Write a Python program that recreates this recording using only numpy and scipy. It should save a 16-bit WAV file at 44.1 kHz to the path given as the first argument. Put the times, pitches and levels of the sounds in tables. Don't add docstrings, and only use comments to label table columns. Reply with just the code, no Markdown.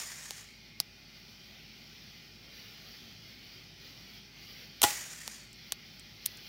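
import sys
import numpy as np
from scipy import signal
from scipy.fft import rfft, irfft, next_fast_len
from scipy.io import wavfile
from scipy.ndimage import uniform_filter1d, map_coordinates

SR = 44100
rng = np.random.default_rng(int(sys.argv[2]) if len(sys.argv) > 2 else 0)


def wav_out(sig):
    wavfile.write(sys.argv[1], SR, np.round(np.clip(np.atleast_2d(sig).T, -1, 1) * 32767).astype(np.int16))


N = 285768
T = np.arange(N) / SR

# trigger time in seconds, strength of the pellet's hit in relative dB.
SHOTS = [(-.1525, -2), (4.8177, 0)]
# frequency in Hz, relative level in dB per Hz.
SNAP_SPECTRUM = [(200, -15), (1000, -12.5), (2200, -7.5), (3200, 2.5), (4200, -6), (6500, 2), (9000, 0),
                 (10500, -3), (12500, -1.5), (16000, -8.5)]


def amp(db):
    return 10 ** (np.asarray(db) / 20)


def unit(x):
    return x / np.sqrt(np.mean(np.abs(x) ** 2) + 1e-20)


def add(track, s, x):
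    start = round(s * SR)
    x = x[max(-start, 0):N - start]
    track[max(start, 0):][:len(x)] += x


def filtered(x, response):
    size = next_fast_len(len(x) + SR // 2)
    spectrum = rfft(x, size) * response(np.fft.rfftfreq(size, 1 / SR))
    return irfft(spectrum, size)[:len(x)]


def colour(x, points):
    size = 4096
    hz, db = np.transpose(points)
    log_hz = np.log(np.fft.rfftfreq(size, 1 / SR) + 1)
    gain = unit(amp(np.interp(log_hz, np.log(hz), db)))
    cepstrum = irfft(np.log(gain))
    cepstrum[1:size // 2] *= 2
    cepstrum[size // 2 + 1:] = 0
    impulse_response = irfft(np.exp(rfft(cepstrum)))
    return signal.fftconvolve(x, impulse_response)[:len(x)]


def resonate(x, hz, width):
    return filtered(x, lambda f: unit(1j * f * width / (hz * hz - f * f + 1j * f * width)))


def burst(t60):
    fade = amp(-60 * T[:SR] / t60)
    return unit(rng.standard_normal(SR) * fade) * np.sqrt(np.mean(fade ** 2))


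def wobble(rate):
    return map_coordinates(rng.standard_normal(int(N * rate / SR) + 4), [T * rate])


def patchy(x, depth_db):
    z = signal.stft(x, nperseg=1024)[2]
    field = uniform_filter1d(rng.standard_normal(z.shape), size=3, axis=0)
    field = uniform_filter1d(field, size=9, axis=1)
    return unit(signal.istft(z * amp(depth_db * unit(field)), nperseg=1024)[1][:len(x)])


def tone(hz, width):
    drift = np.cumsum(rng.standard_normal(N)) * np.sqrt(2 * np.pi * abs(width) / SR)
    return np.sqrt(2) * np.sin(2 * np.pi * hz * T + drift)


def night(hiss_db=2, fizz_db=-13.0, fizz_swell=2, flutter_db=0.73):
    # time in seconds, level in dB before the offsets hiss_db and fizz_db.
    air_level = [(0.0, -58.5), (1.12, -58), (1.16, -57.0), (1.92, -56), (2.28, -56.5), (2.4, -59),
                 (2.54, -54.5), (2.96, -55), (3.0, -56), (3.64, -55.5), (3.74, -59.0), (3.82, -55),
                 (4.18, -55.5), (4.22, -58.5), (4.54, -53.0), (4.76, -56), (5.56, -58.5), (5.64, -56),
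                 (6.04, -56.5), (6.46, -52.5)]
    # frequency in Hz, relative level in dB per Hz.
    hiss_spectrum = [(300, -11.5), (500, -6.5), (760, -6), (1000, -12.5), (1400, -5), (1650, -7), (2050, 1),
                     (2650, -2), (3100, 2.5), (3700, -1), (4500, 3), (5700, -1), (6900, -19), (9000, -30)]
    # frequency in Hz, relative level in dB per Hz.
    fizz_spectrum = [(5000, -36), (8500, -27), (11000, -3), (14000, 1), (15600, 7.5), (16000, -8)]
    # frequency in Hz, relative level in dB per Hz.
    rumble_spectrum = [(20, -41), (45, 0), (75, -12), (100, 2.5), (140, 0.5), (230, 0), (290, -8.5),
                       (380, -6), (500, -20), (1200, -34.5)]
    # time in seconds, level in dB.
    rumble_level = [(0, -63), (1.3, -60.5), (3.9, -58.5), (5.2, -61), (6.48, -59.5)]
    # frequency in Hz, width in Hz, rms level in dB.
    hum_tones = [(54, .1, -67), (110, 1.2, -81), (154.7, 2, -71.5), (221.3, 2.63, -73), (832, 7.8, -78.5),
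                 (2441, 40.6, -67.5)]

    level = np.interp(T, *np.transpose(air_level)) + flutter_db * wobble(rate=16)
    hiss = amp(hiss_db + level) * colour(patchy(rng.standard_normal(N), depth_db=2), hiss_spectrum)
    fizz_level = fizz_db + level.mean() + fizz_swell * (level - level.mean())
    fizz = amp(fizz_level) * colour(rng.standard_normal(N), fizz_spectrum)
    rumble_gain = amp(np.interp(T, *np.transpose(rumble_level)))
    rumble = rumble_gain * colour(rng.standard_normal(N), rumble_spectrum)
    hum = sum(amp(db) * tone(hz, width) for hz, width, db in hum_tones)
    return hiss + fizz + rumble + hum


def trees(t):
    nearest_s, farthest_s = 0.088, 0.55
    first_echo_db, spread_db_per_decade = -39, 14
    build_db_per_s, fade_db_per_s = 102, 134
    spread = spread_db_per_decade * np.log10(np.clip(t, nearest_s, farthest_s) / nearest_s)
    build = build_db_per_s * np.maximum(nearest_s - t, 0)
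    fade = fade_db_per_s * np.maximum(t - farthest_s, 0)
    return first_echo_db - spread - build - fade


def echoes(near_db=-29, near_t60=0.49, trunks_db=2):
    # frequency in Hz, relative level in dB per Hz.
    near_spectrum = [(100, -8), (400, -5.5), (850, -3), (1300, -6), (1900, 0.5), (2600, -1.5), (5000, -1.5),
                     (7000, 0.5), (10000, -5.5), (16000, -7)]
    # frequency in Hz, relative level in dB per Hz.
    far_spectrum = [(200, -24), (700, -9), (1300, -6.5), (1900, 2), (2700, -6), (4000, -7.5), (5500, -1),
                    (6300, -1), (6900, 3.5), (8150, -8.5), (8700, -2), (9700, -10), (12500, -13),
                    (16000, -16)]

    near = amp(near_db) * colour(burst(near_t60), near_spectrum)
    scatter = colour(patchy(rng.standard_normal(SR), depth_db=2.5), far_spectrum)
    trunks = wobble(rate=170)[:SR]
    far = unit(scatter * amp(trunks_db * trunks)) * amp(trees(T[:SR]))
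    return near, far


def muzzle(pop_db=3):
    # frequency in Hz, relative level in dB per Hz.
    pop_spectrum = [(40, -10), (110, -2), (210, -10.5), (340, 0.5), (520, -9.5), (750, -1), (1150, -4.5),
                    (1600, -12), (3200, -5.5), (6000, -11), (16000, -18.5)]
    return amp(pop_db) * colour(signal.unit_impulse(SR), pop_spectrum)


def pellet(hit_db=-11, rattle_db=-45, t60=0.05):
    # frequency in Hz, relative level in dB per Hz.
    smack_spectrum = [(100, -13), (400, -4.5), (900, 0), (1600, -12), (2800, -1), (4800, 1.5), (7000, -1.5),
                      (8800, -4), (10500, -9), (13000, -8), (16000, -12)]
    contact = amp(hit_db) * signal.unit_impulse(SR) + amp(rattle_db) * burst(t60)
    return colour(contact, smack_spectrum)


def shots():
    out = np.zeros(N)
    exit_s, arrival_s = .0218, .4603
    for s, hit_db in SHOTS:
        near, far = echoes()
        add(out, s, far)
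        add(out, s + exit_s, muzzle() + near)
        add(out, s + arrival_s, amp(hit_db) * pellet())
    return out


def ring(damping=0):
    # frequency in Hz, typical relative level in dB, time to fall 60 dB undamped in seconds.
    body_modes = [(345, -2.5, 0.013), (516, -7.5, 0.046), (697, -4, 0.054), (832, -6.5, 0.17),
                  (1016, -2.5, 0.027), (1152, -4, 0.045), (1425, -0.5, 0.032), (1584, -22, 0.086),
                  (1947, -12.5, 0.18), (2940, -9, 0.071), (3440, -4.5, 0.044), (3830, -8.5, 0.077),
                  (5560, -17, .15), (7540, -17, .2)]
    t = T[:SR // 3]
    out = np.zeros(len(t))
    for hz, db, t60 in body_modes:
        level = db + rng.normal(0, 1.5) - (60 / t60 + damping) * t
        out += amp(level) * np.sin(2 * np.pi * (hz * t + rng.random()))
    return out


def rifle():
    # seconds after the trigger, snap in dB, knock in dB, time for the snap to fall 60 dB in seconds.
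    action = [(-.002, -35, -47, 0.016), (.0003, -12.5, -41, 0.011), (0.0117, -18.5, -31.5, 0.05),
              (0.0159, -15.5, -33, 0.031), (0.0201, -15, -26, 0.011), (0.0226, -25, -23.5, 0.0066),
              (0.0283, -22, -40, 0.034), (.0335, -34, -52, 0.029), (.046, -51, -39, .05),
              (0.0882, -25.5, -64, 0.0087)]
    out = np.zeros(N)
    for trigger, _ in SHOTS:
        for s, snap_db, knock_db, t60 in action:
            add(out, trigger + s, amp(snap_db) * colour(burst(t60), SNAP_SPECTRUM))
            add(out, trigger + s, amp(knock_db) * ring())
    return out


def crickets(pitch_hz=2160, width=230, level_db=-6.5):
    # middle of the first chirp in seconds, level in dB before level_db is added.
    chirps = [(.54, -56.5), (1.56, -59), (2.47, -59), (3.34, -56.5), (4.38, -57), (5.63, -58)]
    gap_s, length_s = 0.2, 0.2
    swell = np.zeros(N)
    for s, db in chirps:
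        for delay in (0, gap_s):
            swell += amp(db + level_db) * np.exp(-(2 * (T - s - delay) / length_s) ** 2)
    band = resonate(rng.standard_normal(N), pitch_hz, width)
    return swell * unit(resonate(band, pitch_hz, width))


def clicks(snap_t60=0.0044, crack_db=-4, rattle_db=-17, rattle_t60=0.033):
    # time in seconds, level in dB, lowest mode of the part in Hz,
    # upper mode in dB relative to the lowest, knock on the body in dB relative to the click's level.
    handling = [(0.8014, -15.5, 4900, -6, -25.5), (5.53, -42.5, 6900, -17, -40),
                (5.7216, -16.5, 4380, -9, -27), (5.9961, -38.5, 7800, -10, -40),
                (6.2573, -25.5, 6800, -10, -50), (6.2608, -22, 5570, 9.5, -48),
                (6.3724, -44, 8200, -10, -40)]
    out = np.zeros(N)
    width_hz = 1800
    for s, db, hz, upper_db, knock_db in handling:
        contact = burst(snap_t60) + amp(rattle_db) * burst(rattle_t60)
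        low_mode = resonate(contact, hz, width_hz)
        high_mode = amp(upper_db) * resonate(contact, 2 * hz, 2 * width_hz)
        crack = amp(crack_db) * colour(burst(snap_t60), SNAP_SPECTRUM)
        add(out, s, amp(db) * (low_mode + high_mode + crack))
        add(out, s, amp(db + knock_db) * ring(damping=1600))
    return out


def scene():
    return (night() + shots() + rifle() + crickets() + clicks())[None]


def record(dry):
    def response(hz):
        lag = np.exp(-2j * np.pi * np.log(hz + 5))
        low_cut = 1 - 1 / (1 + (hz / 40) ** 8)
        high_cut = 1 / (1 + (hz / 15900) ** 140)
        return lag * low_cut * high_cut
    return filtered(dry[0], response)[None]


dry = scene()
out = record(dry)
wav_out(out)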